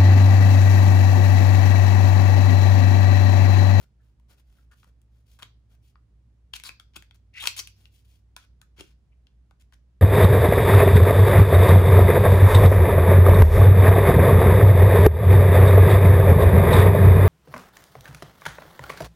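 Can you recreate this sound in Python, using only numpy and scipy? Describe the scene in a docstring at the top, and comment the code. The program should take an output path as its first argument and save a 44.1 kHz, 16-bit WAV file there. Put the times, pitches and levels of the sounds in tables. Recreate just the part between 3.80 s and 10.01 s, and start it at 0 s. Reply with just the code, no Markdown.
"""A small cardboard box of cards is turned in the hands above a desk, close to a stereo microphone.
Fingers brush the print, a nail picks at the lid, the tuck flap scrapes out and snaps free, and the lid
is folded back. Rubs and scrapes are tiny slips heard through the panels, edges rasp, snaps are ringing
kicks (two leave a brief hollow ring), and the deck thuds as the box shifts.
A small bare room answers, over a low throbbing hum."""
import sys
import numpy as np
from scipy import signal
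from scipy.fft import rfft, irfft, next_fast_len
from scipy.io import wavfile
from scipy.ndimage import map_coordinates

SR = 44100
rng = np.random.default_rng(int(sys.argv[2]) if len(sys.argv) > 2 else 0)


def int16_out(signal):
    """Quantize to a 16-bit WAV file."""
    q = np.round(np.clip(np.atleast_2d(signal).T, -1, 1) * 32767)
    wavfile.write(sys.argv[1], SR, q.astype(np.int16))


N = 273861


def amp(db):
    """Decibels to gain."""
    return 10 ** (np.asarray(db) / 20)


def unit(x):
    """x at rms 1."""
    return x / np.sqrt(np.mean(x ** 2) + 1e-20)


def along(points, hz):
    """A curve of (Hz, value) breakpoints, read on a log frequency axis."""
    f, v = np.transpose(points)
    return np.interp(np.log(hz + 1), np.log(f + 1), v)


def wobble(rate, size):
    """A smooth random modulator, rate knots a second."""
    knots = rng.standard_normal(int(size * rate / SR) + 4)
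    return map_coordinates(knots, [np.arange(size) * rate / SR])


def fades(progress, edge):
    """A linear fade in and out, each taking the fraction edge of a stroke."""
    return np.clip(np.minimum(progress, 1 - progress) / edge, 0, 1)


def filtered(x, response):
    """x through the complex gain response(Hz)."""
    size = next_fast_len(N + SR // 2)
    return irfft(rfft(x, size) * response(np.fft.rfftfreq(size, 1 / SR)), size)[..., :N]


def coloured(x, eq, size=2048):
    """x through a minimum-phase EQ whose gain in dB is eq(Hz)."""
    cepstrum = irfft(np.log(amp(eq(np.fft.rfftfreq(size, 1 / SR)))))
    cepstrum[1:size // 2] *= 2
    cepstrum[size // 2 + 1:] = 0
    impulse = irfft(np.exp(rfft(cepstrum)))
    return signal.fftconvolve(x, impulse[None], axes=1)


def add(track, s, sound, db, seconds):
    """Mix in a stereo sound at time s, with the energy of db held for that many seconds."""
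    start = max(round(s * SR), 0)
    sound = sound * amp(db) * np.sqrt(2 * seconds * SR / np.sum(sound ** 2))
    track[:, start:start + sound.shape[1]] += sound[:, :N - start]


def stereo_noise(size, spread):
    """Noise that is only partly alike left and right, since the card radiates differently each way."""
    return rng.standard_normal(size) + spread * rng.standard_normal((2, size))


def peak(hz, centre, width):
    """A resonance peak of height 1."""
    return 1 / (1 + (2 * (hz - centre) / width) ** 2)


# Resonances of the box panels: f/Hz, width/Hz, boost/dB
PANEL_MODES = [(1483, 220, 6), (2420, 930, 5), (3330, 450, 6.5), (4530, 140, 1)]
def box_eq(hz, spectrum, body_db, treble_db):
    """A contact's tone through the panels, in dB: soft ones bring out the body, sharp ones the treble."""
    touch = along([(1400, body_db), (2600, 0), (5000, 0), (8000, treble_db)], hz)
    panels = sum(db * peak(hz, centre, width) for centre, width, db in PANEL_MODES)
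    return along(spectrum, hz) + touch + panels


def friction(strokes, spectrum, grain_db, grain_rate, catch_db, catch_rate, edge):
    """Strokes of dense tiny slips, which clump where the surfaces catch."""
    out = np.zeros((2, N))
    for start, end, db, swell_db, body_db, treble_db in strokes:
        size = max(int((end - start) * SR), SR // 200)
        progress = np.linspace(0, 1, size)
        pressure = amp(swell_db * progress) * fades(progress, edge)
        slips = stereo_noise(size, spread=0.6)
        slips *= amp(grain_db * wobble(grain_rate, size) + catch_db * wobble(catch_rate, size))
        stroke = coloured(pressure * slips, lambda hz: box_eq(hz, spectrum, body_db, treble_db))
        add(out, start, stroke, db, size / SR)
    return out


def drone(hz, level_db, drift):
    """A low sine whose phase wanders by about drift radians."""
    phase = 2 * np.pi * (hz * np.arange(N) / SR + rng.random()) + drift * wobble(2.2, N)
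    return amp(level_db) * unit(np.sin(phase))


# A steady hum and its weak companion tones: f/Hz, level/dB
HUM_TONES = [(60, -59), (55.3, -72), (52.8, -73.5), (64.4, -76), (120.3, -78.5)]
# Swelling drones: f/Hz, peak t/s, peak level/dB, fade either side/(dB/s), phase drift/rad
SWELLING_DRONES = [(112.3, 1.7, -64, 7, 0.27), (97, 3.8, -59.5, 12, 0.98)]
def hum():
    """Close tones beat with a low hum and make it throb; two fainter drones swell and fade."""
    t = np.arange(N) / SR
    throb = sum(drone(hz, db, drift=0.09) for hz, db in HUM_TONES)
    swells = sum(drone(hz, db - fade * np.abs(t - s), drift) for hz, s, db, fade, drift in SWELLING_DRONES)
    return throb + swells


# Spectrum of the room tone: f/Hz, relative level/dB
AIR_SPECTRUM = [(20, -36), (35, -24), (52, -3), (75, -12.5), (125, -11.5), (200, -19.5), (400, -30),
                (700, -37), (1400, -42), (6000, -51), (11000, -56.5), (12500, -65), (16000, -60.5)]
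# Its stereo image: f/Hz, left-right correlation
AIR_CORRELATION = [(60, 0.92), (150, 0.93), (400, .6), (1500, 0.16), (8000, 0.073)]
def room_tone(level_db=-65):
    """The still air of the room: dark noise, near mono in the lows and wide on top."""
    def mid_side(hz):
        angle = np.arccos(np.clip(along(AIR_CORRELATION, hz), -1, 1)) / 2
        return amp(along(AIR_SPECTRUM, hz)) * [np.cos(angle), np.sin(angle)]
    mid, side = filtered(rng.standard_normal((2, N)), mid_side)
    return amp(level_db) * unit(np.array([mid + side, mid - side]))


# Tone of skin on the print: f/Hz, relative level/dB
SKIN_SPECTRUM = [(100, 3.5), (500, 1.5), (1500, -6.5), (4000, -4), (8000, -3), (10500, -1), (12200, -9),
                 (14000, 1), (15500, -9), (17000, -13.5)]
# Fingertip strokes: start t/s, end t/s, level/dB, body/dB
FINGER_RUBS = [(0, 0.052, -64, 5), (0.191, 0.342, -81.5, 4.5), (0.478, 0.558, -65.5, 4),
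               (0.563, 0.621, -70, 1), (0.643, .88, -76, 1.5), (0.944, 1.079, -73.5, -14),
               (1.063, 1.103, -70, 8), (1.298, 1.447, -81.5, 3), (1.454, 1.598, -71, -6.5),
               (1.889, 1.97, -73.5, 3), (2.013, 2.126, -75, -13), (3.341, 3.366, -67, 1),
               (3.931, 4.103, -72.5, -3.5), (4.099, 4.239, -71, -12.5), (4.228, 4.42, -73, -8)]
def rubs(swell_db=-3.5, treble_db=-3.5):
    """Soft skin slides on the print; every stroke eases off and has the same sheen."""
    strokes = [(start, end, db, swell_db, body_db, treble_db) for start, end, db, body_db in FINGER_RUBS]
    return friction(strokes, SKIN_SPECTRUM, grain_db=3, grain_rate=3100,
                    catch_db=2.5, catch_rate=140, edge=0.33)


# Edge rasps, and the brief hollow ring of the card after two snaps (at 4.565 and 4.816 s):
# start t/s, end t/s, level/dB, start f/Hz, end f/Hz
RASPS_AND_RINGS = [(.186, .234, -81.5, 1617, 1564), (.78, 0.804, -72, 1574, 1550),
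                   (0.904, 0.946, -66.5, 1425, 1602), (2.84, 2.892, -47.5, 4540, 3877),
                   (2.836, 2.908, -58.5, 1449, 1081), (3.531, 3.67, -47, 2310, 2603),
                   (3.545, 3.63, -58.5, 1500, 1900), (3.594, 3.648, -42, 3150, 3395),
                   (3.62, 3.672, -49, 992, 1243), (3.779, 3.815, -38, 5246, 5610),
                   (4.565, 4.602, -63, 1504, 1715), (4.816, 4.839, -69, 1480, 1450),
                   (5.314, 5.345, -78, 2510, 2580)]
def rasps_and_rings(relative_width=0.45, flutter_db=3, flutter_rate=400):
    """A heavily damped bending mode sounds as a broad band, gliding with the free length of card."""
    out = np.zeros((2, N))
    for start, end, db, start_hz, end_hz in RASPS_AND_RINGS:
        size = max(int((end - start) * SR), SR // 200)
        progress = np.linspace(0, 1, size)
        phase = 2 * np.pi * np.cumsum(start_hz + (end_hz - start_hz) * progress) / SR
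        width_hz = relative_width * start_hz
        band = wobble(width_hz, size) * np.sin(phase) + wobble(width_hz, size) * np.cos(phase)
        envelope = amp(flutter_db * wobble(flutter_rate, size)) * fades(progress, edge=0.32)
        add(out, start, np.array([band, band]) * envelope, db, size / SR)
    return out


# Tone of the card, for snaps and scrapes: f/Hz, relative level/dB
CARD_SPECTRUM = [(100, -21), (300, -14.5), (600, -10.5), (1000, -2), (1800, -5), (2600, -2), (4300, -3.5),
                 (6000, -5.5), (9000, -10), (10500, -9), (12200, -14), (14500, -13.5), (17000, -26)]
# Taps, slips and snaps of the card: t/s, level/dB, ring f/Hz, body/dB, treble/dB
CARD_SNAPS = [(0.398, -71, 950, 8, 8), (0.9191, -65.5, 1360, 8, -13), (1.0305, -58.5, 1290, 7, -12),
              (1.0437, -60.5, 940, 7, 6), (1.2167, -69.5, 820, 0, 16), (1.5993, -56, 1500, 5, -5),
              (1.6234, -42.5, 3000, 6.5, 1), (1.6295, -39, 3480, 4.5, 1), (2.1555, -57, 1160, 9.5, -36),
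              (2.7368, -32, 3050, -1, -5), (2.799, -45.5, 2150, -2, 4), (2.8371, -40, 3930, 1, 10.5),
              (2.892, -36.5, 2400, 0, -19), (2.9985, -46, 3230, 5, 3), (3.162, -44, 2380, -9, -7),
              (3.1648, -41, 3430, -9, 5), (3.2235, -51, 2020, 4, 4.5), (3.31, -53, 3410, 2, -5.5),
              (3.6389, -34, 2300, 2.5, 2), (3.6562, -32, 1450, -2.5, -1.5), (3.6726, -18, 3760, -9.5, 2),
              (3.8729, -42.5, 2700, -8, 8.5), (4.0552, -53, 2770, -9.5, -6), (4.5646, -40, 980, 2, 1.5),
              (4.8155, -52.5, 1470, -4, 5), (4.9973, -50.5, 2144, -7, 2.5), (5.0082, -41.5, 2980, -16.5, 5),
              (5.4694, -61, 2640, -9.5, -8), (5.7098, -59, 800, 13.5, -1), (5.9242, -58.5, 1800, 8, 2)]
def snaps(t60=0.018, attack_s=0.0015, travel_s=0.0026, rattle_db=-2, ring_db=8.5, relative_width=0.27):
    """The card lets go in one kick and a brief rattle of fibres; the free part rings at its own pitch."""
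    out, t = np.zeros((2, N)), np.arange(2048) / SR
    bins_hz = np.fft.rfftfreq(len(t), 1 / SR)
    # Bending waves disperse: the treble reaches the edge first, 1 kHz after travel_s.
    kick = irfft(np.exp(-4j * np.pi * travel_s * np.sqrt(bins_hz * 1000)))
    for s, db, ring_hz, body_db, treble_db in CARD_SNAPS:
        rattle = stereo_noise(len(t), spread=0.24) * amp(-60 * t / t60) * (1 - np.exp(-t / attack_s))
        force = unit(kick) + amp(rattle_db) * unit(rattle)
        ring = lambda hz: ring_db * peak(hz, ring_hz, relative_width * ring_hz)
        snap = coloured(force, lambda hz: box_eq(hz, CARD_SPECTRUM, body_db, treble_db) + ring(hz))
        add(out, s - travel_s / 4, snap, db, seconds=0.0056)
    return out


# Edge and nail strokes: start t/s, end t/s, level/dB, swell/dB, body/dB, treble/dB
CARD_SCRAPES = [(.912, .945, -65, -3, 6.5, 3), (1.588, 1.622, -58.5, -6, 10, 7),
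                (2.733, 2.769, -42.5, 9, -7.5, 2), (2.836, 2.896, -47, 3.5, -0.5, 9),
                (3.135, 3.16, -63.5, 7, -2, -7.5), (3.158, 3.174, -46.5, 4.5, 4, 6.5),
                (3.535, 3.606, -51, 19.5, -14, -7), (3.6, 3.688, -41.5, 4.5, -5, 5.5),
                (3.762, 3.805, -36.5, 10, -7, 7), (4.57, 4.655, -65, -4.5, 1, 0),
                (4.962, 5.012, -54, 25.5, 2, -1), (5.012, 5.135, -68.5, -11, -2, 2),
                (5.797, 5.825, -67, 2.5, -0.5, 7), (5.922, 5.945, -63.5, 13, 1.5, 2)]
def scrapes():
    """A card edge or a nail drags over card, biting in and stopping abruptly."""
    return friction(CARD_SCRAPES, CARD_SPECTRUM, grain_db=1.5, grain_rate=1700,
                    catch_db=2.5, catch_rate=170, edge=0.064)


# Tone of a jolt: f/Hz, relative level/dB
THUD_SPECTRUM = [(25, -15), (60, 6.5), (130, 1.5), (220, -11), (340, -4), (520, -16.5), (1500, -40.5),
                 (5000, -70)]
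# The whole box jolts in the hands: t/s, level/dB
BOX_JOLTS = [(1.627, -53), (2.738, -53.5), (2.892, -52.5), (3.164, -48), (3.673, -50.5), (3.801, -57.5),
             (4.985, -52.5), (5.0, -49), (5.009, -43.5)]
def jolts(t60=0.025):
    """The weight of the deck gives a dull push when the box shifts."""
    out, t = np.zeros((2, N)), np.arange(SR // 10) / SR
    for s, db in BOX_JOLTS:
        push = stereo_noise(len(t), spread=0.37) * amp(-60 * t / t60)
        add(out, s, coloured(push, lambda hz: along(THUD_SPECTRUM, hz)), db, seconds=0.0073)
    return out


# Balance between the microphone ports: f/Hz, left minus right level/dB
PORT_BALANCE = [(200, -0.5), (1000, 5), (2000, 2), (4500, 8), (7500, 2.5), (11000, -0.5)]
# Phase between the ports: f/Hz, left lead/rad
PORT_LEAD = [(300, -0.7), (1300, 0.44), (1850, 1.15), (2600, 1.63), (3300, 2), (4100, 6.5), (6200, 7.5),
             (7500, 5), (9700, 0.17), (11200, -1.95), (15700, -8)]
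def mic_ports(x):
    """The box is nearer the left port; the housing shifts the phase between the two."""
    left = lambda hz: amp(along(PORT_BALANCE, hz) / 2) * np.exp(0.5j * along(PORT_LEAD, hz))
    return filtered(x, lambda hz: np.array([left(hz), 1 / left(hz)]))


# Decay of the reverb tail: f/Hz, t60/s
TAIL_DECAY = [(150, 0.29), (700, 0.26), (2500, 0.24), (5000, 0.37), (9000, 0.092), (15000, 0.25)]
def room_impulse(tail_db=-10, early_db=-11, early_t60=0.15):
    """The desk and near walls answer first, then a diffuse tail that dies soonest around 9 kHz."""
    hz, t, noise = signal.stft(rng.standard_normal((2, SR * 3 // 4)), SR, nperseg=256)
    tail = signal.istft(noise * amp(-60 * t / along(TAIL_DECAY, hz)[:, None]), SR, nperseg=256)[1]
    early = rng.standard_normal(tail.shape) * amp(-60 * np.arange(tail.shape[1]) / SR / early_t60)
    return amp(tail_db) * tail / np.linalg.norm(tail[0]) + amp(early_db) * early / np.linalg.norm(early[0])


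# Colour of what the walls return: f/Hz, gain/dB
WALL_EQ = [(300, 1), (900, -1.5), (1700, 2), (2600, -1), (3400, -4.5), (4300, -1), (7000, 0.5), (14000, -4)]
def reverb(x, predelay_s=0.006, stretches=41):
    """The box keeps moving, so each stretch of sound meets the walls along new paths."""
    wet = np.zeros((2, N + SR))
    for stretch in np.array_split(np.arange(N), stretches):
        answer = signal.fftconvolve(x[:, stretch], room_impulse(), axes=1)
        start = stretch[0] + int(predelay_s * SR)
        wet[:, start:start + answer.shape[1]] += answer
    return filtered(wet[:, :N], lambda hz: amp(along(WALL_EQ, hz)))


def scene():
    """The handled box, close up and through the room, over a bed of hum and air."""
    box = rubs() + rasps_and_rings() + snaps() + scrapes() + jolts()
    bed = (hum() + room_tone()) * amp([[-0.7], [0.7]])  # leans slightly right
    return amp(-0.5) * mic_ports(box) + reverb(box) + bed


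def record(dry, cutoff_hz=15950):
    """A steep low-pass trims the very top of the mix."""
    return filtered(dry, lambda hz: 1 / (1 + (hz / cutoff_hz) ** 120))


dry = scene()
out = record(dry)
int16_out(out)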